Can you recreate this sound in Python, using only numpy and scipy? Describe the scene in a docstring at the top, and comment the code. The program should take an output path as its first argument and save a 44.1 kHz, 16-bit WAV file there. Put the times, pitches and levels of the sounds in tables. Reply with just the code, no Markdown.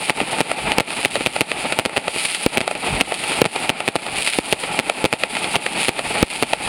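"""In the open at night, a fireworks display heard through a small overloaded microphone with gain control.
Mortars thump, shells crack overhead and pops snap: each is a blast wave with its scatter and echoes.
Each shell crack bounces off the ground and slaps back from a far wall.
Between the bangs, crackling stars and sizzling sparks are crowds of tiny blasts.
Filtered noise makes the rolling echo of the whole show and the deep rumble under it."""
import sys
import numpy as np
from scipy import signal
from scipy.fft import rfft, irfft, next_fast_len
from scipy.io import wavfile
from scipy.ndimage import minimum_filter1d

SR = 44100
rng = np.random.default_rng(int(sys.argv[2]) if len(sys.argv) > 2 else 0)


def put_to_file(sound):
    """Save the sound as 16-bit audio at rate SR, in the file named by the first command-line argument."""
    columns = np.atleast_2d(sound).T  # one column per channel
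    safe = np.clip(columns, -1, 1)
    whole_steps = np.round(safe * 32767)
    wavfile.write(sys.argv[1], SR, whole_steps.astype(np.int16))


N = 294588
TIME = np.arange(N) / SR  # seconds

# Shell bursts, levels before the group trim; the slap level is relative to its burst:
# start_s, level_db, ground_lag_ms, wall_lag_ms, wall_slap_db
SHELL_BURSTS = [(0.0968, 0, 6.9, 106, -1), (.4057, 2, 6.6, 109.5, -2), (0.7997, 9, 5.7, 105, -13.5),
                (1.0496, 2.5, 7.3, 106, -1.5), (1.2621, 4, 7.6, 101, -4), (1.4085, 7, 6.5, 108, -6.5),
                (1.789, 2, 7.4, 106, -8), (1.8523, 3, 7.3, 112, -3.5), (1.9708, 2, 7, 110, -3.5),
                (2.573, 3.5, 7.3, 105, -2), (2.6058, 3.5, 7.5, 106, -1), (3.01, 5, 4.2, 111, -7),
                (3.4538, 11, 6, 107.5, -11), (3.694, 1.5, 6.6, 110, -5.5), (3.8788, -0.5, 7.5, 79, -35),
                (3.9561, 0, 5.9, 109, -9.5), (4.526, 3, 4.9, 111, -7.5), (4.7907, 0.5, 7.4, 107.2, 2.5),
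                (5.052, 5.5, 6, 89, -14), (5.128, 1.5, 8.2, 108.0, 0.5), (5.5563, 1.5, 7.2, 107.5, 1.5),
                (5.8838, 4.5, 7.7, 108, -5.5), (6.4256, 3.5, 6.9, 108, 1)]
# Colour of a bounce off the ground: frequency_hz, gain_db
GROUND_COLOUR = [(100, 7), (500, 1.5), (2500, -2), (5000, 1.5), (12000, 0.5)]
# Colour of a slap off the wall: frequency_hz, gain_db
WALL_COLOUR = [(100, -9), (300, -12), (550, -0.5), (900, -0.5), (2500, -5), (5000, -6), (12000, -5.5)]


def shells(push_ms=0.31, ledge_ms=1.535, ledge_db=0.0, bounce_db=3.0, foreground_ms=3.5):
    """Each burst arrives directly, then off the ground, then off a stepped wall, mostly some 18 m behind."""
    direct, ground, wall = np.zeros((3, N))
    wave = blast(push_ms)
    for start_s, level_db, ground_ms, wall_ms, wall_db in SHELL_BURSTS:
        crack = wave + scatter(wave, decay_ms=2.1, level_db=-1.5)
        add(direct, start_s, from_db(level_db) * crack)

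        bounce = wave + scatter(wave, decay_ms=9.6, level_db=-6.5)
        add(ground, start_s + ground_ms / 1000, from_db(level_db + bounce_db) * bounce)

        slap = from_db(level_db + wall_db) * wave
        wall_s = start_s + wall_ms / 1000
        add(wall, wall_s, slap + scatter(slap, decay_ms=0.4, level_db=1.0))
        add(wall, wall_s + ledge_ms / 1000, from_db(ledge_db) * slap)
        # things in front of the wall answer first
        early_s = wall_s - foreground_ms / 1000
        add(wall, early_s, scatter(slap, decay_ms=20.0, level_db=-2.0))
    return direct + colour(ground, GROUND_COLOUR) + colour(wall, WALL_COLOUR)


# Mortar shots, levels before the group trim: start_s, level_db, push_ms (length of the pressure push)
MORTAR_SHOTS = [(0.7837, 11.5, 0.46), (1.2084, -2.5, 0.71), (2.463, 5.5, 0.99), (3.417, 12.5, 0.85),
                (3.4428, 11, 0.42), (4.387, 3.5, 0.69), (5.0423, 1, 0.81), (6.2279, 12.5, 1)]
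# Echoes off near surfaces around the mortars, relative to the shot: lag_ms, level_db
NEAR_ECHOES = [(2.2, -7.5), (3.9, -4.5), (6.1, -8)]


def mortars(echo_cut_hz=2400, boom_cut_hz=450):
    """Lifting charges at ground level: long heavy pushes, dull echoes and a short low boom close behind."""
    direct, echoes, boom = np.zeros((3, N))
    for start_s, level_db, push_ms in MORTAR_SHOTS:
        wave = from_db(level_db) * blast(push_ms)
        add(direct, start_s, wave + scatter(wave, decay_ms=2.8, level_db=-19.0))
        add(boom, start_s, scatter(wave, decay_ms=4.6, level_db=-3.5))
        for lag_ms, echo_db in NEAR_ECHOES:
            add(echoes, start_s + lag_ms / 1000, from_db(echo_db) * wave)
    return direct + dull(echoes, echo_cut_hz) + dull(boom, boom_cut_hz)


# Small charges and loud single stars, levels before the group trim:
# start_s, level_db, push_ms (length of the pressure push)
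SINGLE_POPS = [(0.2138, -2, 0.68), (0.3851, -8.5, 0.4), (0.719, 3.5, 0.17), (1.164, -1, 0.56),
               (1.7236, 0.5, 0.28), (2.161, -10, 0.55), (2.2519, 4, 0.044), (2.348, 3.5, 0.068),
               (2.752, -1.5, 0.46), (3.003, -3.5, 0.34), (3.142, 4, 0.057), (3.2385, -4, 0.2),
               (3.3187, -3.5, 0.18), (3.988, -11, 0.37), (4.2744, 6, 0.12), (4.3683, -1, 0.047),
               (5.3523, -4, 0.17), (5.3681, -1.5, 0.22), (5.4432, -2.5, 0.24), (5.801, -2, 0.064),
               (6.1716, -6.5, 0.3)]


def pops():
    """Small charges and single stars each snap once and scatter briefly off rough surfaces."""
    out = np.zeros(N)
    for start_s, level_db, push_ms in SINGLE_POPS:
        wave = from_db(level_db) * blast(push_ms)
        add(out, start_s, wave + scatter(wave, decay_ms=12.5, level_db=2.5))
    return out


# Clouds of crackling stars, each a bell-shaped swell: peak_s, half_length_s, peak_level_db
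STAR_CLOUDS = [(1.12, 0.3, -26), (2.25, 0.072, -21), (3.29, 0.061, -30), (4.284, 0.08, -18),
               (5.833, 0.035, -18.5), (6.3, 0.072, -22)]


def crackling_stars():
    """A cloud of stars goes off in separate sharp snaps, swelling and thinning out."""
    snaps = crackle(typical_per_s=580, spread_db=3.5, clump_db=-0.5, middle_push_ms=0.041)
    return swells(STAR_CLOUDS) * snaps


# Level curve of the sizzling sparks: time_s, level_db
SPARK_LEVEL = [(0, -29), (.35, -27), (.68, -30), (.86, -30.5), (1.7, -28), (1.92, -32.5), (2.1, -27.5),
               (2.55, -26), (2.78, -30), (2.9, -25.5), (3.15, -29), (3.55, -23), (3.82, -34), (4.48, -24),
               (4.7, -29.5), (5.5, -28.5), (5.7, -27.5), (6.68, -27)]


def sizzling_sparks():
    """Tiny blasts too dense to count fuse into a sizzle that rises and falls."""
    sizzle = crackle(typical_per_s=2400, spread_db=2.5, clump_db=3.0, middle_push_ms=0.031)
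    return over_time(SPARK_LEVEL) * sizzle


# Level curve of the rolling echo between surges: time_s, level_db
ECHO_LEVEL = [(0, -30), (.28, -22.5), (.6, -24), (1.15, -24), (1.6, -22.5), (1.9, -26), (2.05, -25.5),
              (2.35, -33), (2.6, -24.5), (2.78, -25), (3.0, -22), (3.2, -26), (3.55, -20.5), (3.95, -29),
              (4.35, -26.5), (4.65, -24.5), (5.7, -24), (6.68, -24.5)]
# Bell-shaped surges of the deep rumble: peak_s, half_length_s, peak_level_db
RUMBLE_SURGES = [(.74, 0.11, -32.5), (2.53, 0.072, -34), (2.95, 0.074, -29.5), (3.38, 0.053, -36.5),
                 (5.51, 0.07, -36), (6.2, 0.052, -32), (6.67, .04, -36)]
# Spectrum of the rolling echo: frequency_hz, density_db (per Hz)
ECHO_SPECTRUM = [(50, -24.5), (100, -10), (170, 0.5), (300, 0), (550, -1), (850, 5.5), (1400, -3),
                 (2500, -8), (5000, -19), (12000, -68)]
# Spectrum of the deep rumble: frequency_hz, density_db (per Hz)
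RUMBLE_SPECTRUM = [(12, -21), (28, 0), (58, -2), (90, -12), (160, -8), (500, -75)]


def distance(rumble_under_roll_db=-19.5, surge_in_roll_db=11):
    """A wash of far echoes with a deep rumble under it; the two surge together."""
    wash, surge = over_time(ECHO_LEVEL), swells(RUMBLE_SURGES)
    # powers add: surges reach up into the echo, and the rumble follows the echo in between
    roll_level = np.hypot(wash, from_db(surge_in_roll_db) * surge)
    rumble_level = np.hypot(from_db(rumble_under_roll_db) * wash, surge)
    roll = roll_level * rolling(ECHO_SPECTRUM, swell_db=2.5, per_s=90)
    rumble = rumble_level * rolling(RUMBLE_SPECTRUM, swell_db=5.0, per_s=14)
    return roll + rumble


def blast(push_ms, size=2048):
    """Blast wave: a sudden jump in pressure, then a longer, weaker suction."""
    age = (np.arange(size) + .5) / (push_ms * SR / 1000)  # in push lengths
    impulse = age * np.exp(-age)
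    return np.diff(np.append(0, impulse)) / (age[1] - age[0])  # its slope is the pressure


def scatter(wave, decay_ms, level_db):
    """Rough surfaces return a dying cloud of small copies of a wave."""
    ms = np.arange(len(wave)) * 1000 / SR
    cloud = rng.standard_normal(len(wave)) * np.exp(-ms / decay_ms)
    cloud /= np.linalg.norm(cloud)
    return from_db(level_db) * signal.fftconvolve(wave, cloud)[:len(wave)]


def crackle(typical_per_s, spread_db, clump_db, middle_push_ms, bounce_db=-5.0, count=8):
    """Tiny blasts come in clumps; each height in the sky has its own ground bounce."""
    out = np.zeros(N)
    rate = typical_per_s * from_db(clump_db * drift(60))
    sizes = np.geomspace(.5, 2, count)
    bounce_lags_s = rng.uniform(.005, .008, count)
    for size, lag_s in zip(sizes, bounce_lags_s):
        born = rng.random(N) < rate / count / SR
        loudness_db = spread_db * np.minimum(rng.exponential(1, N), 3)  # a few stand out
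        clicks = born * from_db(loudness_db)
        snaps = signal.oaconvolve(clicks, blast(middle_push_ms * size, size=256))[:N]
        out += snaps
        add(out, lag_s, from_db(bounce_db) * snaps)
    return rms_one(out)


def rolling(spectrum, swell_db, per_s):
    """Countless far echoes merge into an uneven wash: coloured noise with a drifting level."""
    wash = colour(rng.standard_normal(N), spectrum)
    return rms_one(wash * from_db(swell_db * drift(per_s)))


def drift(per_s):
    """Smooth chance of unit RMS, with per_s random turning points a second."""
    knots = rng.standard_normal(N // 100)
    return rms_one(np.interp(TIME * per_s, np.arange(len(knots)), knots))


def swells(rows):
    """Bell-shaped rises and falls, as a gain."""
    return sum(from_db(db) * np.exp(-.5 * ((TIME - s) / width_s) ** 2) for s, width_s, db in rows)


def over_time(curve):
    """A (time_s, level_db) curve as a gain at every sample."""
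    return from_db(np.interp(TIME, *np.transpose(curve)))


def colour(x, points):
    """Causal (minimum-phase) filter with the given (frequency_hz, gain_db) response."""
    size = next_fast_len(2 * len(x))
    hz, db = np.transpose(points)
    log_hz = np.log(np.fft.rfftfreq(size, 1 / SR) + 1)  # 1 Hz up avoids log of zero
    log_gain = np.log(from_db(np.interp(log_hz, np.log(hz), db)))
    # keeping one side of the cepstrum puts the response after its cause
    cepstrum = irfft(log_gain, size)[:size // 2]
    response = np.exp(2 * rfft(cepstrum, size) - cepstrum[0])
    return irfft(rfft(x, size) * response, size)[:len(x)]


def dull(x, cut_hz):
    """Gentle first-order low-pass."""
    return signal.sosfilt(signal.butter(1, cut_hz, fs=SR, output="sos"), x + 1e-18)


def bass_drain(x, cut_hz):
    """Gentle first-order high-pass."""
    return signal.sosfilt(signal.butter(1, cut_hz, "high", fs=SR, output="sos"), x)


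def from_db(db):
    """Decibels to gain."""
    return 10 ** (np.asarray(db) / 20)


def rms_one(x):
    """Scaled to unit power."""
    return x / np.sqrt(np.mean(x ** 2) + 1e-20)


def add(out, start_s, sound):
    """Mixes a sound in at start_s, cutting it where the output ends."""
    start = int(np.clip(round(start_s * SR), 0, len(out)))
    out[start:start + len(sound)] += sound[:len(out) - start]


def scene():
    """Bangs in front, over the crackle of the stars, the sizzle and the distant echoes."""
    bangs = from_db(7.0) * shells() + from_db(5.0) * mortars() + from_db(3.5) * pops()
    return (bangs + crackling_stars() + sizzling_sparks() + distance())[None]


# Peaks and dips of the microphone port and case: frequency_hz, q (sharpness, no unit), gain_db
MIC_RESONANCES = [(864, 9.6, 4), (1028, 3.38, -7.5), (1356, 12, 3.5), (1580, 2.55, -6), (2485, 2, 10),
                  (4760, 1.9, 10), (5835, 1.695, -19.5), (9590, 1.81, 24), (13400, 1.085, -29),
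                  (15200, 2.0, -3.5)]


def microphone(x):
    """Port and case lift and dip bands of the sound, one bell filter each."""
    for hz, q, db in MIC_RESONANCES:
        w = 2 * np.pi * hz / SR
        height = from_db(db / 2)  # half the gain from each side of the filter
        damping = np.sin(w) / (2 * q) * np.array([1, 0, -1])
        tuning = np.array([1, -2 * np.cos(w), 1])
        x = signal.lfilter(tuning + damping * height, tuning + damping / height, x)
    return x


def port_delay(x, turn_hz=2100, q=0.91):
    """The port holds back the lows by a fraction of a millisecond, so a blast's snap leads its body."""
    w = 2 * np.pi * turn_hz / SR
    poles = np.array([1, -2 * np.cos(w), 1]) + np.sin(w) / (2 * q) * np.array([1, 0, -1])
    return signal.lfilter(poles[::-1], poles, x)  # all-pass: timing alone changes


def gain_control(x, threshold_db=-19.0, slope=0.71, depth_db=19, hold_s=.040,
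                 fast_db_per_s=290, slow_db_per_s=26, slow_share=0.41):
    """A bang pulls the gain down to a limit; it holds, springs most of the way back, creeps up the rest."""
    sense_s, attack_s = .003, .005
    keep, ease = np.exp(-1 / (SR * np.array([sense_s, attack_s])))
    power = signal.lfilter([1 - keep], [1, -keep], x ** 2)
    level_db = 10 * np.log10(power + 1e-12)
    wanted_db = -slope * np.maximum(level_db - threshold_db, 0)
    half = int(hold_s * SR / 2)
    held_db = minimum_filter1d(wanted_db, 2 * half + 1, origin=half)  # looks back only
    deepest_db = np.maximum(held_db, -depth_db)
    # each recovery climbs at a steady rate until the next pull
    fast_climb, slow_climb = fast_db_per_s * TIME, slow_db_per_s * TIME
    fast_db = np.minimum.accumulate(deepest_db - fast_climb) + fast_climb
    slow_db = np.minimum.accumulate(slow_share * deepest_db - slow_climb) + slow_climb
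    gain_db = signal.lfilter([1 - ease], [1, -ease], np.minimum(fast_db, slow_db))
    return x * from_db(gain_db)


def record(dry, bass_cut_hz=60, coupling_hz=35, top_cut_hz=16000):
    """The microphone colours, deep bass drains off, the gain ducks, peaks overload and the top is cut."""
    heard = bass_drain(port_delay(microphone(dry[0])), bass_cut_hz)
    clipped = np.clip(gain_control(heard), -1, 1)
    coupled = bass_drain(clipped, coupling_hz)
    top_cut = signal.ellip(10, .1, 80, top_cut_hz, fs=SR, output="sos")
    return signal.sosfilt(top_cut, coupled)[None]


dry = scene()
out = record(dry)
put_to_file(out)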